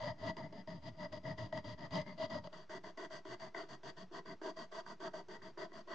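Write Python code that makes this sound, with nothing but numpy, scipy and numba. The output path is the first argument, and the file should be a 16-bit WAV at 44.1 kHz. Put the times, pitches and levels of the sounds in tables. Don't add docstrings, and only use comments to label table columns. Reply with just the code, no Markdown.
import sys
import numpy as np
from scipy import signal
from scipy.fft import rfft, irfft
from scipy.io import wavfile
from scipy.ndimage import uniform_filter1d
from numba import njit

SR = 44100
rng = np.random.default_rng(int(sys.argv[2]) if len(sys.argv) > 2 else 0)


def wav_out(sig):
    wavfile.write(sys.argv[1], SR, np.round(np.clip(np.atleast_2d(sig).T, -1, 1) * 32767).astype(np.int16))


def rack_gain(trim_db):
    fader = np.asarray(trim_db, float)
    return 10 ** (fader / 20)


N = 261954


def unit(x):
    return x / np.sqrt(np.mean(x ** 2))


def walk(rate_hz):
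    hold = int(SR / rate_hz)
    steps = np.repeat(rng.standard_normal(N // hold + 1), hold)
    return 1.46 * uniform_filter1d(uniform_filter1d(steps, hold), hold)[:N]


def curves(rows):
    rows = np.array(rows)
    t_s, *columns = rows[np.argsort(rows[:, 0])].T
    return (np.interp(np.arange(N) / SR, t_s, column) for column in columns)


def pan(db):
    return rack_gain(np.array([[db], [-db]]) / 2)


# (f/Hz, relative level/dB)
AIR_SPECTRUM = [(20, -5.5), (60, -4.5), (130, -14.5), (400, -15), (1000, -11.5), (2500, -23), (6000, -27.5),
                (9000, -46.5), (20000, -69.5)]
AIR_RMS_DB = -72.5


def air():
    f_hz, db = np.transpose(AIR_SPECTRUM)
    colour = rack_gain(np.interp(np.log(np.fft.rfftfreq(N, 1 / SR) + 1), np.log(f_hz), db))
    mid, side = irfft(rfft(rng.standard_normal((2, N))) * colour, N)
    return rack_gain(AIR_RMS_DB) * unit(np.array([mid + 0.082 * side, mid - 0.4 * side]))


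ECHO_T60_S, ECHO_GAIN_DB, ECHO_WIDE_HZ = 0.18, -20.5, 690


def echoes(x):
    t = np.arange(8000) / SR
    envelope = rack_gain(-60 * t / ECHO_T60_S) * (1 - np.exp(-t / 0.0004))
    mid, side = rng.standard_normal((2, 8000)) * envelope
    side = signal.lfilter(*signal.butter(1, ECHO_WIDE_HZ, "high", fs=SR), side)
    tails = np.array([1.5 * mid + side, 2.03 * mid - side]) / np.sqrt(np.sum(mid ** 2))
    return rack_gain(ECHO_GAIN_DB) * signal.fftconvolve(x, tails, axes=1)[:, :N]


REGRIP_S = 2.5


def by_grip(first, second):
    return first + (second - first) * np.clip((np.arange(N) / SR - REGRIP_S) / 0.049, 0, 1)


FAVOUR_BOUNDS_HZ = [1400, 2600, 4300]


def gripped(modes, base=1, favour=None):
    out = []
    for f0, f1, width_hz, db0, db1, pan_db in modes:
        lift_db = favour[np.searchsorted(FAVOUR_BOUNDS_HZ, f0)] if favour else 0
        out.append((base * by_grip(f0, f1), width_hz, rack_gain(by_grip(db0, db1) + lift_db), pan_db))
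    return out


@njit
def svf(x, hz, width):
    y, b, l = np.empty_like(x), np.zeros(2), np.zeros(2)
    for i in range(len(hz)):
        g, k = np.tan(np.pi * hz[i] / SR), width / hz[i]
        for c in range(2):
            v = (b[c] + g * (x[c, i] - l[c])) / (1 + g * (g + k))
            b[c], l[c], y[c, i] = 2 * v - b[c], l[c] + 2 * g * v, k * v
    return y


def ring(modes, force, sway):
    out, power = 0, 0
    for k, (hz, width_hz, gain, pan_db) in enumerate(sorted(modes, key=lambda mode: mode[0][0])):
        hz = hz * (1 + sway * walk(9))
        y = svf(force + 1e-18, hz, 1. * width_hz)
        y = svf(y, hz, 4.3 * width_hz)
        out = out + (-1) ** k * gain * y * pan(pan_db)
        power = power + gain ** 2 * np.pi * width_hz / SR
    return out / np.sqrt(power)


FIRM_DB = -50


def share(law, pressure, off, place, push):
    pull0, push0, pull1, push1, along, harder, lifted = law
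    base = np.where(push, by_grip(push0, push1), by_grip(pull0, pull1))
    return base + along * (place - .5) + harder * (pressure - FIRM_DB) + lifted * off


def contact(snags, apart):
    return (snags[0] + apart * snags[1:]) / np.sqrt(1 + apart ** 2)


# (f first grip/Hz, f second grip/Hz, width/Hz, relative level first/dB, second/dB, left-right/dB)
RUMBLE_MODES = [(120.6, 161.4, 47.5, -1.5, 0.5, 2.5), (180, 215, 67, 1, -1.5, 2.5)]
# (pull first grip/dB, push first/dB, pull second/dB, push second/dB,
# gain along stroke/dB, harder pressing/dB per dB, lifting off/dB per dB)
RUMBLE_SHARE = (0.5, -3, -6, -11, 6, -0.47, 0.31)


def rumble(snags, weight_db, press):
    drive = contact(snags, 0.15) * rack_gain(share(RUMBLE_SHARE, *press) + 0.8 * weight_db)
    return rack_gain(-0.8) * ring(gripped(RUMBLE_MODES), drive, 0.059)


# (f first grip/Hz, f second grip/Hz, width/Hz, relative level first/dB, second/dB, left-right/dB)
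BOARD_MODES = [(298, 334, 62.6, 4, -0.82, 0.62), (414, 381, 68, -4.5, -0.18, 1.9)]
# (pull first grip/dB, push first/dB, pull second/dB, push second/dB,
# gain along stroke/dB, harder pressing/dB per dB, lifting off/dB per dB)
BOARD_SHARE = (-9.5, -8, -5.5, -1, -1, -0.36, 0.4548)


def board(snags, knock, weight_db, press):
    drive = (contact(snags, 0.27) + 0.69 * knock) * rack_gain(share(BOARD_SHARE, *press) + weight_db)
    return rack_gain(1.07) * ring(gripped(BOARD_MODES), drive, 0.027)


# (t/s, length/s, ridge rate at full speed/Hz, relative level/dB)
RIDGE_STROKES = [(0.0, 0.14, 137, -45.5), (0.18, 0.14, 104.6, -49.5), (0.658, 0.16, 182.5, -50),
                 (0.802, 0.16, 128, -51.5), (1.087, 0.13, 111.4, -53), (1.224, 0.145, 150.8, -46.5),
                 (1.369, 0.11, 122.8, -43.5), (1.63, 0.14, 116.6, -48), (1.901, 0.13, 177, -40.5),
                 (2.044, 0.094, 195.7, -48.5), (2.284, 0.206, 175.4, -67.5), (2.49, 0.16, 181.5, -62),
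                 (2.669, 0.18, 222, -61), (2.824, 0.135, 225, -63), (3.269, 0.1, 139.3, -57),
                 (3.4, 0.11, 154, -60.5), (3.843, 0.082, 151, -59.5), (3.949, 0.151, 197, -62),
                 (4.259, 0.11, 155, -59), (4.556, 0.12, 174, -67), (4.845, 0.14, 227.7, -59),
                 (4.985, 0.15, 217.2, -60), (5.124, 0.14, 180, -68), (5.264, 0.15, 211.6, -60),
                 (5.404, 0.15, 198.3, -61)]


def judder():
    out, waver = np.zeros(N + SR), walk(60)
    for t_s, length_s, rate_hz, db in RIDGE_STROKES:
        a, n = int(t_s * SR), int(length_s * SR)
        speed = np.sin(np.pi * (np.arange(n) + .5) / n)
        phase = np.cumsum(2 * np.pi * rate_hz * speed ** 0.581 / SR) + 0.58 * waver[a:a + n]
        out[a:a + n] += rack_gain(db) * speed * (np.sin(phase) + 0.27 * np.sin(2 * phase))
    return out[:N] * pan(2.4)


# (t/s, relative level/dB, bright force re low force/dB)
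TEETH_CATCH = [(0.267, -28, -16), (0.367, -31, -9), (0.525, -40, -9), (0.673, -39, -8.5), (0.703, -32, -18),
               (0.991, -53, -17), (1.124, -36.5, -19), (1.251, -30, -27), (1.381, -42, -24),
               (1.525, -25, -19), (1.574, -29, -8), (1.645, -38.5, -13), (1.791, -36.5, -11),
               (1.907, -38, -5.5), (1.955, -32, -3.5), (2.015, -36, -3), (2.062, -38.5, -20),
               (2.179, -45.5, -18), (2.25, -49, -24), (2.302, -36, -10), (2.44, -34, -17),
               (2.471, -35, -10), (2.528, -42, -10.5), (2.694, -35.5, -22), (2.842, -39, -17),
               (2.973, -35.5, -11), (3.106, -40, -29), (3.251, -38, -17), (3.398, -47, -4),
               (3.546, -28, -27), (3.693, -49, -18), (3.832, -43.5, -8.5), (3.97, -45, -21),
               (4.112, -48.5, -13), (4.147, -34, -20), (4.259, -40, -19), (4.415, -35.5, -18),
               (4.568, -37.5, -20.5), (4.723, -36, -21), (4.863, -31, -26), (5.007, -49, -14),
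               (5.137, -34, -30), (5.284, -43, -7), (5.417, -42, -21), (5.573, -39, -19), (5.718, -43, -17),
               (5.875, -58, -18)]


def bites():
    out, t = np.zeros((2, N + 400)), np.arange(400) / SR
    for t_s, db, bright_db in TEETH_CATCH:
        burst = 1.9 * np.exp(-t / .00006) + rng.standard_normal(400) * np.exp(-t / 0.0022)
        burst = burst / np.sqrt(np.sum(burst ** 2)) * rack_gain(8.5)
        a = int(t_s * SR)
        out[:, a:a + 400] += rack_gain([[db], [db + bright_db]]) * burst
    return out[:, :N]


GRIT_PER_S, GRIT_SPREAD_DB, GRIT_FLICKER_DB = 16000, 0.9, 0.44


def grit():
    hit = rng.random((3, N)) < GRIT_PER_S / SR
    size = rng.standard_normal((3, N)) * rack_gain(GRIT_SPREAD_DB * rng.standard_exponential((3, N)))
    return unit(hit * size * rack_gain(GRIT_FLICKER_DB * walk(70)))


# (t/s, length/s, rasp on entry/dB, midway/dB, on exit/dB)
FILE_STROKES = [(0.0, 0.11, -48.5, -42.5, -46), (0.182, 0.12, -59, -46.5, -40.5),
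                (0.372, 0.09, -44, -51.5, -52), (0.525, 0.088, -58.5, -57, -59.5),
                (0.68, 0.099, -53, -53.5, -62), (0.82, 0.067, -62.5, -53, -48),
                (0.965, 0.089, -66.5, -48.5, -46.5), (1.126, 0.051, -43, -52, -51),
                (1.236, 0.088, -55.5, -45.5, -48), (1.38, 0.085, -45.5, -47, -52),
                (1.526, 0.062, -48, -45.5, -46), (1.643, 0.091, -52, -50, -52.5),
                (1.778, 0.085, -58.5, -51, -49.5), (1.912, 0.11, -52.5, -39.5, -53.5),
                (2.061, 0.098, -54, -52.5, -69), (2.178, 0.076, -54.5, -42, -45.5),
                (2.298, 0.086, -47, -43, -47.5), (2.44, 0.025, -52.5, -55, -54),
                (2.527, 0.11, -55, -58, -65.5), (2.697, 0.08, -53, -49.5, -52.5),
                (2.838, 0.07, -54.5, -55, -61), (2.977, 0.079, -51, -50, -51.5),
                (3.103, 0.089, -58, -50.5, -60), (3.251, 0.09, -59, -52.5, -48),
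                (3.398, 0.086, -54, -52.5, -59), (3.545, 0.11, -55.5, -47, -65),
                (3.688, 0.063, -56, -53.5, -56), (3.834, 0.067, -57.5, -51.5, -50.5),
                (3.969, 0.063, -57, -55.5, -57.5), (4.12, 0.073, -61, -49.5, -51),
                (4.256, 0.078, -56.5, -53, -56.5), (4.418, 0.086, -54, -45.5, -49),
                (4.564, 0.083, -54.5, -49.5, -57.5), (4.716, 0.089, -55.5, -48.5, -49.5),
                (4.859, 0.074, -59.5, -52, -57), (5.002, 0.075, -52.5, -46.5, -46),
                (5.137, 0.07, -50.5, -51.5, -55.5), (5.286, 0.083, -60, -51.5, -58),
                (5.422, 0.081, -58.5, -56, -64.5), (5.576, 0.078, -54.5, -47.5, -52),
                (5.729, 0.081, -59.5, -54, -60.5), (5.874, 0.089, -58.5, -46.5, -49)]
ENGAGE_DB_PER_S, LIFT_DB_PER_S = (2200, 2200, 2400, 2800), (750, 920, 820, 990)
AFTER_PUSH_DB = (-2, 11)


def hand(drag_db):
    t = np.arange(N) / SR
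    out = np.full((4, N), -999.)
    for k, (t_s, length_s, entry, mid, leave) in enumerate(FILE_STROKES):
        end_s = t_s + length_s
        near = slice(max(int((t_s - .1) * SR), 0), int((end_s + .1) * SR))
        kind = 2 * (t_s > REGRIP_S) + k % 2
        place = np.clip((t[near] - t_s) / length_s, 0, 1)
        engaging = ENGAGE_DB_PER_S[kind] * np.maximum(t_s - t[near], 0)
        off = engaging + LIFT_DB_PER_S[kind] * np.maximum(t[near] - end_s, 0)
        arch = entry + (leave - entry) * place + (2 * mid - entry - leave) * 2 * place * (1 - place)
        now = np.array([arch, off, place, k + 0 * off])
        out[:, near] = np.where(arch - off > out[0, near] - np.abs(out[1, near]), now, out[:, near])
    after_push = out[3] % 2 == np.round(out[2])
    floor_db = drag_db + after_push * by_grip(*AFTER_PUSH_DB)
    out[1] = np.clip(out[1], 0, np.maximum(out[0] - floor_db, 0))
    return out


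PUSH_FAVOURS_DB, FAVOUR_SCATTER_DB = [0.56, 0.18, 1.7, 0.38], 0.83


def favours(stroke, push):
    scatter = FAVOUR_SCATTER_DB * rng.standard_normal((len(FILE_STROKES), len(PUSH_FAVOURS_DB)))
    lift_db = scatter[stroke].T + np.outer(PUSH_FAVOURS_DB, push - .5)
    return list(uniform_filter1d(lift_db, size=1500, axis=1))


SING_RE_RASP_DB, SING_WAVER_RAD = (-4.5, -5.5), 1.66


def sing(rasp, low_hz):
    level = rack_gain(rasp + by_grip(*SING_RE_RASP_DB) + 2.8 * walk(25))
    phase = np.cumsum(2 * np.pi * low_hz / SR) + SING_WAVER_RAD * walk(50)
    return uniform_filter1d(level, size=300) * np.sin(phase) * pan(2.8)


# (f first grip/Hz, f second grip/Hz, width/Hz, relative level first/dB, second/dB, left-right/dB)
LOW_MODES = [(937, 970, 92.3, -1.5, 2, -1.5), (1090, 1164, 192, -17, -10.5, -15),
             (1228, 1281, 128, -10.5, -7, -3), (1668, 1557, 140, -19, -8, -6),
             (1870, 1853, 83, -11, -6.5, 5), (1980, 1956, 67, -5, -2.5, 9)]
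# (ratio first grip, ratio second, width/Hz, relative level first/dB, second/dB,
# left-right/dB)
LOW_RING_PAIR = [(.97, 0.997, 43.9, 4.5, 5.5, 4), (1.04, 1.085, 48.7, 1, -3, 1)]


def file_low(snags, knock, low_hz, favour):
    modes = gripped(LOW_MODES, favour=favour) + gripped(LOW_RING_PAIR, low_hz)
    return rack_gain(0.5) * ring(modes, contact(snags, 0.49) + knock, 0.015)


# (f first grip/Hz, f second grip/Hz, width/Hz, relative level first/dB, second/dB, left-right/dB)
HIGH_MODES = [(2230, 2280, 520, -15, -19, 2.6), (2890, 2870, 206, -7, -8.5, 3),
              (3260, 3300, 224, -4, -4, 7.8), (4000, 3670, 840, -13, -16.5, 4.6),
              (5720, 5560, 930, -19, -15, 4.8), (6530, 6500, 605, -17.5, -15.5, 5.7),
              (7450, 7310, 780, -30.5, -23, 3.8), (8060, 8440, 1100, -33, -37.5, 1.8),
              (8650, 6200, 700, -51.5, -41, 3)]
# (ratio first grip, ratio second, width/Hz, relative level first/dB, second/dB,
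# left-right/dB)
HIGH_RING_PAIR = [(.985, .99, 147.3, 0.78, 0, 9), (1.02, 1.025, 172, -2.5, -5, 6.9)]
# (pull first grip/dB, push first/dB, pull second/dB, push second/dB,
# gain along stroke/dB, harder pressing/dB per dB, lifting off/dB per dB)
BRIGHT_SHARE = (-14.5, -11.5, -8.5, -10, 1, -0.0941, -0.0154)


def file_high(snags, tick, high_hz, favour, edge_db, press):
    modes = gripped(HIGH_MODES, favour=favour) + gripped(HIGH_RING_PAIR, high_hz)
    drive = contact(snags, 0.66) * rack_gain(share(BRIGHT_SHARE, *press) + edge_db) + tick
    return rack_gain(0.03) * ring(modes, drive, 0.0046)


# (t/s, rasp floor at the turns/dB, weight on the board/dB, bearing on the file's edge/dB)
HAND_HOLD = [(0.0, -75, -13, 4), (0.15, -70, -2, -1), (0.35, -64, 1.5, 0), (0.5, -66.5, 2.5, -2.5),
             (0.65, -97, 1, 2.5), (0.8, -72, -1, 1), (0.95, -66, -0.5, 1.5), (1.22, -71.5, -0.5, 1),
             (1.5, -63.5, -0.5, -0.5), (1.77, -75, -1, 2), (2.05, -67, -1.5, 1.5), (2.28, -59, 1, 1.5),
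             (2.5, -73, -3, 2), (2.8, -90, -2, -0.5), (3.2, -86, 0, 1), (3.6, -78.5, -0.5, -0.5),
             (3.9, -89, 1, 2.5), (4.3, -92, 2, -2), (4.7, -80, -1, 0), (5.1, -82, 0, -1.5),
             (5.5, -84.5, 2, 0.5), (5.94, -83, -1, -1)]
# (t/s, low ring f/Hz, high ring f/Hz)
BLADE_SLIDE = [(0.0, 642, 4600), (0.05, 596.5, 4800), (0.1, 641, 4810), (1.02, 634.2, 4820),
               (1.59, 635, 4860), (1.74, 604, 4770), (1.79, 640, 4850), (2.02, 617, 4860),
               (2.08, 612, 4680), (2.22, 650, 4810), (2.38, 623.3, 4820), (2.56, 637.6, 4680),
               (3.64, 655.5, 4647), (5.76, 648.7, 4676), (5.94, 638.5, 4570)]


def filing():
    drag_db, weight_db, edge_db = curves(HAND_HOLD)
    low_hz, high_hz = curves(BLADE_SLIDE)
    pressure, off, place, stroke = hand(drag_db)
    stroke = stroke.astype(int)
    push = stroke % 2 == 1
    press = pressure, off, place, push
    rasp = pressure - off
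    favour = favours(stroke, push)
    snags = grit() * rack_gain(rasp)
    knock, tick = bites()
    held = rumble(snags, weight_db, press) + board(snags, knock, weight_db, press)
    blade = file_low(snags, knock, low_hz, favour) + file_high(snags, tick, high_hz, favour, edge_db, press)
    return held + judder() + sing(rasp, low_hz) + blade


def scene():
    near = filing()
    return air() + echoes(near) + near


def band_limit(x):
    return signal.sosfilt(signal.butter(12, 9620, fs=SR, output="sos"), x)


MIC_LOW_HZ, OFFSET = 63.6, .00135


def record(dry):
    cut = signal.sosfilt(signal.butter(3, MIC_LOW_HZ, "high", fs=SR, output="sos"), dry)
    mix = cut + OFFSET
    return band_limit(mix)


dry = scene()
out = record(dry)
wav_out(out)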